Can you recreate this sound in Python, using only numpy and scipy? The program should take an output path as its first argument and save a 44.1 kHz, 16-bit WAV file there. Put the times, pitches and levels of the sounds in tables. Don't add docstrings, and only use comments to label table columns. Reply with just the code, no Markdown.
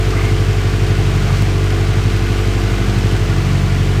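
import sys
import numpy as np
from scipy import signal
from scipy.fft import rfft, irfft, next_fast_len
from scipy.io import wavfile
from scipy.ndimage import map_coordinates

SR = 44100
rng = np.random.default_rng(int(sys.argv[2]) if len(sys.argv) > 2 else 0)


def master_out(mix):
    frames = np.transpose(np.atleast_2d(mix))
    ceiling = np.clip(frames, -1, 1)
    pcm = np.round(ceiling * 32767).astype(np.int16)
    wavfile.write(sys.argv[1], SR, pcm)


N = 176400
T_S = np.arange(N) / SR
SKIP_S = 1.4232


def amp(db):
    return 10 ** (np.asarray(db) / 20)


def unit(x):
    return x / np.sqrt(np.mean(x ** 2) + 1e-20)


def curves(rows):
    times_s, *columns = np.transpose(rows)
    return [np.interp(T_S, times_s, column) for column in columns]


def wobble(rate_hz):
    return map_coordinates(rng.standard_normal(4096), [T_S * rate_hz + 2], mode="wrap")


def noise(spectrum):
    hz, db = np.transpose(spectrum)
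    f_hz = np.fft.rfftfreq(N, 1 / SR)
    gain = amp(np.interp(np.log(f_hz + 1), np.log(hz + 1), db, left=-90, right=-90))
    return unit(irfft(rfft(rng.standard_normal(N)) * gain, N))


def band(hz, width_hz):
    detune = 2 * (np.fft.rfftfreq(N, 1 / SR) - hz) / width_hz
    return unit(irfft(rfft(rng.standard_normal(N)) / (1 + detune ** 2), N))


def ring(x, body):
    hz, db = np.transpose(body)
    gain = amp(np.interp(np.log(np.arange(SR // 2 + 1) + 1), np.log(hz + 1), db))
    cepstrum = irfft(np.log(gain))
    cepstrum[1:SR // 2] *= 2
    cepstrum[SR // 2 + 1:] = 0
    impulse_response = irfft(np.exp(rfft(cepstrum)))
    return signal.fftconvolve(x, impulse_response)[:len(x)]


def exhaust_boom(firing):
    # t/s, level/dB of harmonics 1, 2, 3, 4
    harmonic_levels = [(0, -18, -19, -27.5, -41), (.6, -19, -17, -27, -44), (1.2, -18.5, -18, -21, -27),
                       (1.6, -19, -16.5, -25, -38), (2, -19, -17.5, -25, -37),
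                       (2.5, -18, -19, -34.5, -32.5), (2.95, -18.5, -19.5, -33.5, -25.5),
                       (3.2, -18.5, -18, -25, -36), (3.5, -20.5, -18, -18.5, -24.5),
                       (4, -18.5, -17, -22, -30)]
    lead_firings = [-0.087, 0.074, 0, 0]
    return sum(amp(db) * np.sqrt(2) * np.cos(2 * np.pi * (k + 1) * (firing + lead_firings[k]))
               for k, db in enumerate(curves(harmonic_levels)))


def puffs(firing, body, mean, uneven, scatter):
    cylinders = [0.29, -0.17, 0.026, -0.094]
    imbalance = np.array(cylinders) - np.mean(cylinders)
    preroll = SR // 2
    earlier = firing[0] - np.arange(preroll, 0, -1) * (firing[1] - firing[0])
    count = np.floor(np.r_[earlier, firing]).astype(int)
    onsets = np.flatnonzero(np.diff(count) > 0) + 1
    chance = rng.standard_normal(512)[:len(onsets)]
    pulses = np.zeros(len(count))
    pulses[onsets] = mean + uneven * imbalance[count[onsets] % len(imbalance)] + scatter * chance
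    return unit(ring(pulses, body)[preroll:])


def exhaust_ring(firing):
    # f/Hz, level/dB
    pipe_body = [(25, -43), (60, -30.5), (85, -24), (100, -8), (108, 2.5), (119, -10), (135, -12.5),
                 (170, -19), (203, -12), (222, -29.5), (300, -49), (2000, -110)]
    # f/Hz, level/dB
    muffler_body = [(150, -31.5), (220, -25), (240, -7), (260, 0), (287, -10), (310, -5.5), (335, -0.5),
                    (362, -4), (420, -18.5), (900, -48.5), (4000, -100)]
    # f/Hz, level/dB
    tailpipe_body = [(200, -35.5), (340, -22), (380, 1.5), (406, -3), (431, 3), (465, -12), (525, -12),
                     (590, -24), (675, -23), (900, -33.5), (4000, -100)]
    # t/s, pipe level/dB, muffler level/dB, tailpipe level/dB
    ring_levels = [(0, -21, -31, -30), (.3, -22, -27.5, -28), (.6, -21, -32.5, -30), (.8, -20, -29.5, -30),
                   (1.05, -22.5, -29.5, -29.5), (1.35, -20, -32.5, -31.5), (1.7, -25.5, -29.5, -28),
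                   (2.05, -18.5, -31, -32), (2.4, -21.5, -27, -28.5), (2.7, -21.5, -28, -31),
                   (3, -17, -27.5, -31), (3.3, -21.5, -29.5, -30.5), (3.7, -20, -32, -32.5),
                   (4, -23, -30, -28.5)]
    pipe_db, muffler_db, tailpipe_db = curves(ring_levels)
    pipe = puffs(firing + .46, pipe_body, mean=0, uneven=.75, scatter=.045)
    muffler = puffs(firing - .305, muffler_body, mean=1, uneven=1, scatter=.08)
    tailpipe = puffs(firing - .345, tailpipe_body, mean=1, uneven=1.1, scatter=.08)
    return amp(pipe_db) * pipe + amp(muffler_db) * muffler + amp(tailpipe_db) * tailpipe


def belts_and_fan(firing, firing_hz, whirr_db=-27.5, throb_depth=0.072, whine_width_hz=30):
    # f/Hz, relative level/dB
    whirr_spectrum = [(290, 1), (500, -2), (561, -7), (686, 0), (888, -5.5), (1090, -5.5), (1150, -3.5),
                      (1250, -4), (1490, -3.5), (1850, -5.5), (2010, -4.5), (3100, -7.5), (3430, -10.5),
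                      (4380, -12), (6360, -16.5), (8360, -21), (10700, -29.5), (13800, -29.5), (15500, -33)]
    # t/s, gain/dB
    swell = [(0, 0), (.22, 1), (.45, -0.3), (.85, 0), (1.15, 0.5), (1.35, 1), (1.55, -0.7), (1.9, -0.07),
             (3, 0.3), (3.6, 0.04), (4, -0.2)]
    # f/Hz at mean speed, level/dB before swell
    whine_tones = [(700, -48), (748, -47), (1038, -47), (1150, -45), (1453, -43.5), (2066, -46.5),
                   (2357, -54.5), (2540, -53)]
    throb = 1 + throb_depth * np.cos(2 * np.pi * firing)
    whirr = amp(whirr_db + 0.17 * wobble(14)) * noise(whirr_spectrum) * throb
    rad_per_hz = 2 * np.pi * firing / firing_hz.mean()
    whines = 0
    for hz, db in whine_tones:
        phase = hz * rad_per_hz
        whine = wobble(whine_width_hz) * np.cos(phase) + wobble(whine_width_hz) * np.sin(phase)
        whines += amp(db) * unit(whine)
    swell_db, = curves(swell)
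    return amp(swell_db) * (whirr + whines)


def valves(firing, firing_hz, level_db=-43, t60_s=0.044, scatter_db=3.5):
    # f/Hz, relative level/dB
    patter_spectrum = [(400, -30), (1300, -7), (3000, 3), (6500, -5), (11000, -13), (15000, -22)]
    tap, fraction = np.divmod(2 * firing, 1)
    age_s = fraction / (2 * firing_hz)
    tap_db = scatter_db * rng.standard_normal(1024)[tap.astype(int)]
    return amp(level_db) * unit(amp(tap_db - 60 * age_s / t60_s) * noise(patter_spectrum))


def alternator(firing, level_db=-44.5, harmonic=14):
    return amp(level_db + 0.67 * wobble(3.3)) * np.sqrt(2) * np.sin(2 * np.pi * harmonic * firing)


def chafing(rough_rad=1.35, flutter_hz=330):
    # centre t/s, length/s, level/dB, f/Hz
    squeaks = [(0.138, .018, -27, 1173), (.17, .014, -25, 2046), (0.188, 0.014, -28, 2100),
               (0.193, 0.019, -30, 1214), (0.214, 0.012, -24.5, 2090), (0.26, 0.069, -34, 2150),
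               (0.29, .02, -29, 2120), (1.15, .03, -34, 1274), (1.234, .025, -35, 1430),
               (1.305, .02, -28, 1162), (1.345, .015, -32, 1160)]
    sound = 0
    for centre_s, length_s, db, hz in squeaks:
        envelope = amp(db) * np.exp(-(2 * (T_S - centre_s) / length_s) ** 2)
        phase = 2 * np.pi * hz * T_S + rough_rad * wobble(flutter_hz)
        sound += envelope * np.sqrt(2) * np.sin(phase)
    return sound


def ticks(t60_s=0.012, width_hz=4000):
    # t/s, level/dB, centre f/Hz
    bursts = [(.107, -22, 4800), (.246, -29, 6500), (0.2543, -26, 7600)]
    return sum((T_S >= at_s) * amp(db - 60 * abs(T_S - at_s) / t60_s) * band(hz, width_hz)
               for at_s, db, hz in bursts)


def skip_click(level_db=-13.0, settle_s=.0012):
    age_s = T_S - SKIP_S
    return -amp(level_db) * (age_s >= 0) * np.exp(-abs(age_s) / settle_s)


def bay_rumble(level_db=-29.5):
    # f/Hz, relative level/dB
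    rumble_spectrum = [(15, -17), (40, -11), (75, -3), (115, -0.5), (170, -4), (222, -13), (260, 0),
                       (340, -7), (480, -14), (650, -24), (1200, -55)]
    return amp(level_db) * noise(rumble_spectrum)


def scene(start_firings=.49, skip_firings=1.09):
    # t/s, firing rate/Hz
    speed = [(0.0, 48.1), (0.3, 47.86), (0.55, 47.99), (0.8, 47.83), (1.05, 47.46), (1.25, 47.31),
             (1.5, 47.84), (1.8, 47.79), (2.1, 48.19), (2.4, 48.26), (2.7, 48.64), (2.95, 48.7),
             (3.15, 48.07), (3.35, 47.22), (3.6, 46.88), (4.0, 47.44)]
    firing_hz, = curves(speed)
    firing = start_firings + np.cumsum(firing_hz) / SR + skip_firings * (T_S >= SKIP_S)
    low_end = exhaust_boom(firing) + exhaust_ring(firing) + bay_rumble()
    machinery = belts_and_fan(firing, firing_hz) + alternator(firing) + valves(firing, firing_hz)
    return (low_end + machinery + chafing() + ticks() + skip_click())[None]


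def record(dry, ceiling=0.76, cutoff_hz=15750):
    rounded = dry / (1 + (dry / ceiling) ** 12) ** (1 / 12)
    size = next_fast_len(N + SR // 2)
    passband = np.fft.rfftfreq(size, 1 / SR) < cutoff_hz
    return irfft(rfft(rounded, size) * passband, size)[:, :N]


dry = scene()
out = record(dry)
master_out(out)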